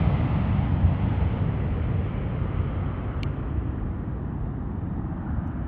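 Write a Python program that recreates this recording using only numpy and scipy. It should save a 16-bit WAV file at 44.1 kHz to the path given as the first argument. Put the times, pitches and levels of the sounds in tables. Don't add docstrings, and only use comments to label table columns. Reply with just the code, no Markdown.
import sys
import numpy as np
from scipy import signal
from scipy.fft import rfft, irfft, next_fast_len
from scipy.io import wavfile
from scipy.ndimage import uniform_filter1d, map_coordinates

SR = 44100
rng = np.random.default_rng(int(sys.argv[2]) if len(sys.argv) > 2 else 0)


def natural_amplitude(level_db):
    exponent = np.asarray(level_db, float) / 20
    return 10 ** exponent


def pcm_store(signal):
    levels = np.round(np.clip(np.atleast_2d(signal), -1, 1) * 32767)
    wavfile.write(sys.argv[1], SR, levels.astype(np.int16).T)


N = 250047

# (time [s], first dip [Hz], echo strength [0-1])
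GROUND_ECHO = [
    (0, 410, .45),
    (.6, 439, 0.66),
    (1.5, 346, 0.07),
    (2.7, 423, 0.04),
    (3.3, 592, 0.24),
    (4, 546, 0.44),
    (5, 495, .6),
    (5.3, 405, 0.96),
    (5.67, 426, 0.73),
]
# (frequency [Hz], level [dB])
DEEP_SPECTRUM = [(30, -41), (42, 4.5), (52, 0), (62, 12), (80, 2), (100, -10), (130, -39.5)]
RUMBLE_SPECTRUM = [(55, -43), (75, -7.5), (90, 2), (125, -3.5), (150, -4), (200, -44)]
BODY_SPECTRUM = [(100, -38), (140, -7.5), (170, -0.5), (230, -5), (320, -9.5), (420, -24.5), (600, -45.5)]
ROAR_SPECTRUM = [(250, -38.5), (350, 3), (450, 3.5), (650, -2), (850, -4.5), (1050, -8), (1400, -36.5)]
CORE_SPECTRUM = [(750, -39.5), (1000, -4.5), (1200, -0.5), (1350, -3), (1600, -7.5), (1900, -9),
                 (2500, -45)]
# (frequency [Hz], level [dB])
FAN_LOW_SPECTRUM = [(1200, -42), (1600, -13), (2000, 1.5), (2400, -3), (2700, -9.5), (3300, -39.5)]
FAN_HIGH_SPECTRUM = [(2000, -38.5), (2500, -0.5), (2800, 1.5), (3150, 0.5), (3700, -12.5), (4500, -21.5),
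                     (5500, -32.5), (7000, -46.5), (9000, -57)]
# (frequency [Hz], level [dB])
FIELD_SPECTRUM = [(8, -39), (20, -12), (30, -2), (40, 9.5), (50, 5.5), (70, -47)]
FAR_HISS_SPECTRUM = [(2300, -32), (2800, -6.5), (3300, -4.5), (3700, -3), (3950, -14), (4500, -24),
                     (5500, -35)]
SKIN_SPECTRUM = [(3500, -27.5), (4500, -1), (6000, 1), (7500, -3), (9000, -5), (11000, -29.5)]
PREAMP_SPECTRUM = [(1500, -4), (5000, 1), (8000, -4), (11950, -2.5)]
# (frequency [Hz], level [dB], time to fall by 60 dB [s])
SHELL_MODES = [(2310, -3.5, 0.012), (2790, -8, 0.015), (3120, -4, 0.0093), (3600, -13, 0.016),
               (4250, -4.5, 0.0069), (6100, -15.5, 0.0048), (7370, -50, 0.075), (7440, -21, 0.0053),
               (9100, -26, 0.0056), (9800, -28, .006), (11300, -34, .006), (14300, -38, .006)]
LID_MODES = [(4400, -1, .006), (6000, 3, 0.0076), (7800, -6, .005), (9800, 0, .008), (11000, -12, .005)]
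# (time [s], peak level [dB])
SNAP_HIT = (3.2322, -18.5)
TAP_HIT = (5.4749, -60.5)
# (time [s], peak level [dB], centre [Hz])
FINGER_TICKS = [(.265, -75, 9800), (.348, -77, 9600), (.4875, -82, 9500), (.583, -83, 10000),
                (.608, -81, 8500), (.648, -81, 9800), (1.942, -81, 7800), (1.960, -78, 8600),
                (2.0465, -76, 8500), (3.000, -76, 5500), (3.05, -81.5, 7000), (3.067, -81.5, 8000),
                (3.09, -82, 6000), (3.152, -78, 7500), (3.186, -82, 6000), (3.217, -80, 7000),
                (3.3, -80, 7500), (3.318, -82, 8500), (3.342, -80, 7200), (3.353, -83, 7000),
                (3.385, -80, 7000), (3.399, -77, 7500)]
# (time [s], centre [Hz],
# width [Hz], gain [dB], half length [s])
BAND_SWELLS = [(.1, 596, 200, 1.5, 0.2), (0.247, 1224, 161.5, 4.5, 0.39), (1.145, 830, 142.6, 3.5, .3),
               (1.95, 950, 300, -1, 0.4), (2.505, 1223, 140, 4.5, 0.29), (3.103, 1340, 300, 4.5, 0.33),
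               (3.248, 176.3, 40.2, -5, 0.49), (4.747, 783, 139, 4, 0.77), (5.0, 150.8, 39.4, 4, .2),
               (.8, 400, 80, -1, .3), (5.45, 260, 60, 3, 0.18), (5.406, 1405, 503, 5.5, .35)]
# (time [s], shadow [dB])
WARM_AIR = [(0, 0), (.4, 1.5), (.8, 4), (1.22, 2), (1.56, 5), (1.85, 4.5), (2.7, 5.5), (3.2, 7), (3.5, 10),
            (3.95, 13.5), (4.6, 17), (5.0, 15.5), (5.3, 14.5), (5.67, 14)]
# (time [s], pitch [Hz], swell [dB], half length [s])
BIG_EDDIES = [(0.066, 60, 4.5, 0.022), (.27, 60, -8, 0.037), (0.338, 60, 0.5, 0.024),
              (0.746, 60, 4.5, 0.039), (0.853, 82, 13, 0.032), (1.0, 110, -2.5, .03),
              (1.084, 140, 9, 0.032), (1.22, 60, 7.5, 0.03), (1.458, 145, 6, 0.044), (1.72, 60, 6, 0.028),
              (1.821, 105, 5, 0.02), (1.893, 60, 1.5, 0.043), (1.949, 105, 4, 0.064), (2.276, 105, -1, .04),
              (2.43, 80, 7.5, 0.019), (2.614, 85, 8, 0.041), (2.85, 95.8, 3, .08), (3.258, 80, 6, 0.066),
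              (3.557, 60, 6.5, 0.064), (3.656, 105, 3.5, .06), (3.84, 60, 5, 0.032), (4.207, 60, 2, .05),
              (4.44, 60, 5.5, 0.023), (4.575, 65, 5, 0.03), (4.803, 55, -9, 0.1), (4.82, 110, 5, 0.077),
              (4.98, 200, 3, 0.05), (5.23, 58, -11, .04), (5.36, 82, 8, 0.086), (5.62, 55, 4.5, .05)]

START_M, SPEED_M_S = 284, 89.2
# (level at the start [dB], share of the spreading loss, share of the warm-air shadow)
DEEP_LAW, RUMBLE_LAW, BODY_LAW = (-30.5, 0.61, 0.0089), (-24, 1.28, 0.014), (-31, .8, 0.023)
ROAR_LAW, CORE_LAW = (-35.5, 0.89, 0.15), (-45, 0.43, 0.29)
FAN_LOW_LAW, FAN_HIGH_LAW = (-47, 0.24, 1.19), (-51.5, .4, 1.13)


def unit(x):
    return x / np.sqrt(np.mean(x ** 2) + 1e-20)


def along(points, hz):
    f, db = np.transpose(points)
    return np.interp(np.log(hz + 1), np.log(f + 1), db, left=-150, right=-150)


def curves(rows, t=None):
    times, *columns = np.transpose(rows)
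    if t is None:
        t = np.arange(N) / SR
    return [np.interp(t, times, column) for column in columns]


def noise(spectrum, even_s=0., evenness=0.):
    size = next_fast_len(N + 8192)
    colour = natural_amplitude(along(spectrum, np.fft.rfftfreq(size, 1 / SR)))
    x = irfft(rfft(rng.standard_normal(size)) * colour, size)[:N]
    if even_s:
        power = np.abs(uniform_filter1d(x ** 2, int(even_s * SR)))
        width = int(even_s * SR)
        smooth = np.abs(uniform_filter1d(uniform_filter1d(x ** 2, width), width))
        x = x / (smooth + 1e-20) ** (evenness / 2)
    return unit(x)


def through(x, gain):
    hz, s, z = signal.stft(x, SR, nperseg=2048, noverlap=1536, boundary="even")
    return signal.istft(z * gain(hz[:, None], s), SR, nperseg=2048, noverlap=1536)[1][:N]


def band(x, lo_hz, hi_hz):
    return signal.sosfilt(signal.butter(4, [lo_hz, hi_hz], "bandpass", fs=SR, output="sos"), x)


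def airfield():
    drone = natural_amplitude(-44.5) * noise(FIELD_SPECTRUM, even_s=.06, evenness=0.52)
    return drone + natural_amplitude(-80.0) * noise(FAR_HISS_SPECTRUM)


def grip():
    out = np.zeros(N + SR)
    t = np.arange(SR // 40) / SR
    for s, db, hz in FINGER_TICKS:
        spit = natural_amplitude(db + 4.5 - 60 * t / .025) * rng.standard_normal(len(t))
        out[round(s * SR):][:len(t)] += band(spit, .75 * hz, min(1.22 * hz, 11500))
    rub_start_s, rub_end_s, rub_edge_s, rub_db = 3.03, 3.42, .045, -94
    grain_db = 4 * map_coordinates(rng.standard_normal(N // 200 + 4), [np.arange(N) / 200])
    now = np.arange(N) / SR
    inside_s = np.minimum(now - rub_start_s, rub_end_s - now)
    touch = np.clip(1 + inside_s / rub_edge_s, 0, 1) ** 2
    return out[:N] + natural_amplitude(rub_db) * touch * unit(natural_amplitude(grain_db) * noise(SKIN_SPECTRUM))


def struck(hit, modes, crack_db, top_hz, rise_s):
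    s, db = hit
    t = np.arange(SR // 8) / SR
    ring = np.zeros(len(t))
    for k, (hz, level_db, t60_s) in enumerate(modes):
        sense = -1 if k == 1 else 1
        ring += sense * natural_amplitude(level_db - 60 * t / t60_s) * np.sin(2 * np.pi * hz * t)
    crack = natural_amplitude(crack_db - 60 * t / 0.0081) * rng.standard_normal(len(t))
    rise = 1 - np.exp(-t / rise_s)
    out = np.zeros(N + SR)
    out[round(s * SR):][:len(t)] = natural_amplitude(db) * (ring * rise + band(crack * rise, 4000, top_hz))
    return out[:N]


def clicks():
    snap = struck(SNAP_HIT, SHELL_MODES, crack_db=-27.5, top_hz=16000, rise_s=0.00049)
    return snap + struck(TAP_HIT, LID_MODES, crack_db=4.5, top_hz=10000, rise_s=0.00046)


def distance(s):
    return START_M + SPEED_M_S * s


def spreading_db(s):
    return 20 * np.log10(distance(s) / START_M)


def heard(law):
    start_db, spread, shade = law
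    return start_db - spread * spreading_db(np.arange(N) / SR) - shade * curves(WARM_AIR)[0]


def eddies(layer_hz):
    t = np.arange(0, N, 50) / SR
    swell_db = np.zeros(len(t))
    for s, hz, db, half_s in BIG_EDDIES:
        octaves = np.log2(hz / layer_hz)
        swell_db += db * np.exp(-(octaves / .55) ** 2 - ((t - s) / half_s) ** 2)
    return np.interp(np.arange(N) / SR, t, swell_db)


def ground(x):
    def comb(hz, s):
        dip_hz, echo = curves(GROUND_ECHO, s)
        echo = np.clip(echo, 0, .9) * np.exp(-(hz / 900) ** 2)
        return np.sqrt(1 + 2 * echo * np.cos(np.pi * hz / dip_hz) / (1 + echo ** 2))
    return through(x, comb)


def focused(x):
    def lenses(hz, s):
        gain_db = 0
        for at_s, centre_hz, width_hz, db, half_s in BAND_SWELLS:
            gain_db = gain_db + db * np.exp(-((s - at_s) / half_s) ** 2 - ((hz - centre_hz) / width_hz) ** 2)
        return natural_amplitude(gain_db)
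    return through(x, lenses)


def turbulence(x, patchy_db):
    def patches(hz, s):
        field = rng.standard_normal((len(hz), len(s)))
        field = uniform_filter1d(uniform_filter1d(field, size=12, axis=0), size=14, axis=1)
        return natural_amplitude(patchy_db * unit(field))
    return through(x, patches)


def fans():
    def air(hz, s):
        loss_db = -6 + 33.5 * (distance(s) - START_M) / 1000
        return natural_amplitude(-loss_db * np.clip((hz - 3100) / 2900, 0, 2) ** 0.5)
    low = natural_amplitude(heard(FAN_LOW_LAW)) * noise(FAN_LOW_SPECTRUM)
    return low + natural_amplitude(heard(FAN_HIGH_LAW)) * through(noise(FAN_HIGH_SPECTRUM), air)


def mixing():
    def tilt(hz, s):
        dip_hz, echo = curves(GROUND_ECHO, s)
        lean_db = -4.5 + 7.9 * np.log2(dip_hz / 420) + 0.88 * spreading_db(s)
        octaves = np.log2(np.clip(hz, 120, 500) / 220)
        return natural_amplitude(4 * echo + (lean_db - 4 * echo) * octaves)
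    body = through(noise(BODY_SPECTRUM, even_s=0.15, evenness=1.0), tilt)
    body = natural_amplitude(heard(BODY_LAW) + eddies(layer_hz=200)) * body
    roar = natural_amplitude(heard(ROAR_LAW)) * noise(ROAR_SPECTRUM, even_s=0.24, evenness=0.46)
    core = natural_amplitude(heard(CORE_LAW)) * noise(CORE_SPECTRUM, even_s=0.27, evenness=0.26)
    return focused(body + ground(roar + core))


def plume():
    deep = noise(DEEP_SPECTRUM, even_s=0.076, evenness=0.55)
    rumble = noise(RUMBLE_SPECTRUM, even_s=0.063, evenness=0.52)
    deep = natural_amplitude(heard(DEEP_LAW) + eddies(layer_hz=60)) * deep
    return deep + natural_amplitude(heard(RUMBLE_LAW) + eddies(layer_hz=105)) * rumble


def scene():
    jet = turbulence(fans(), patchy_db=1.07) + mixing() + plume()
    return (airfield() + grip() + clicks() + jet)[None]


def top_cut(x):
    return signal.sosfilt(signal.butter(12, 16000, fs=SR, output="sos"), x)


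def record(dry):
    n = np.arange(N)
    edges = np.clip(np.minimum(n, N + 25 - n) / (.001 * SR), 0, 1)
    mix = edges * dry + natural_amplitude(-91.5) * noise(PREAMP_SPECTRUM)
    return top_cut(mix)


dry = scene()
out = record(dry)
pcm_store(out)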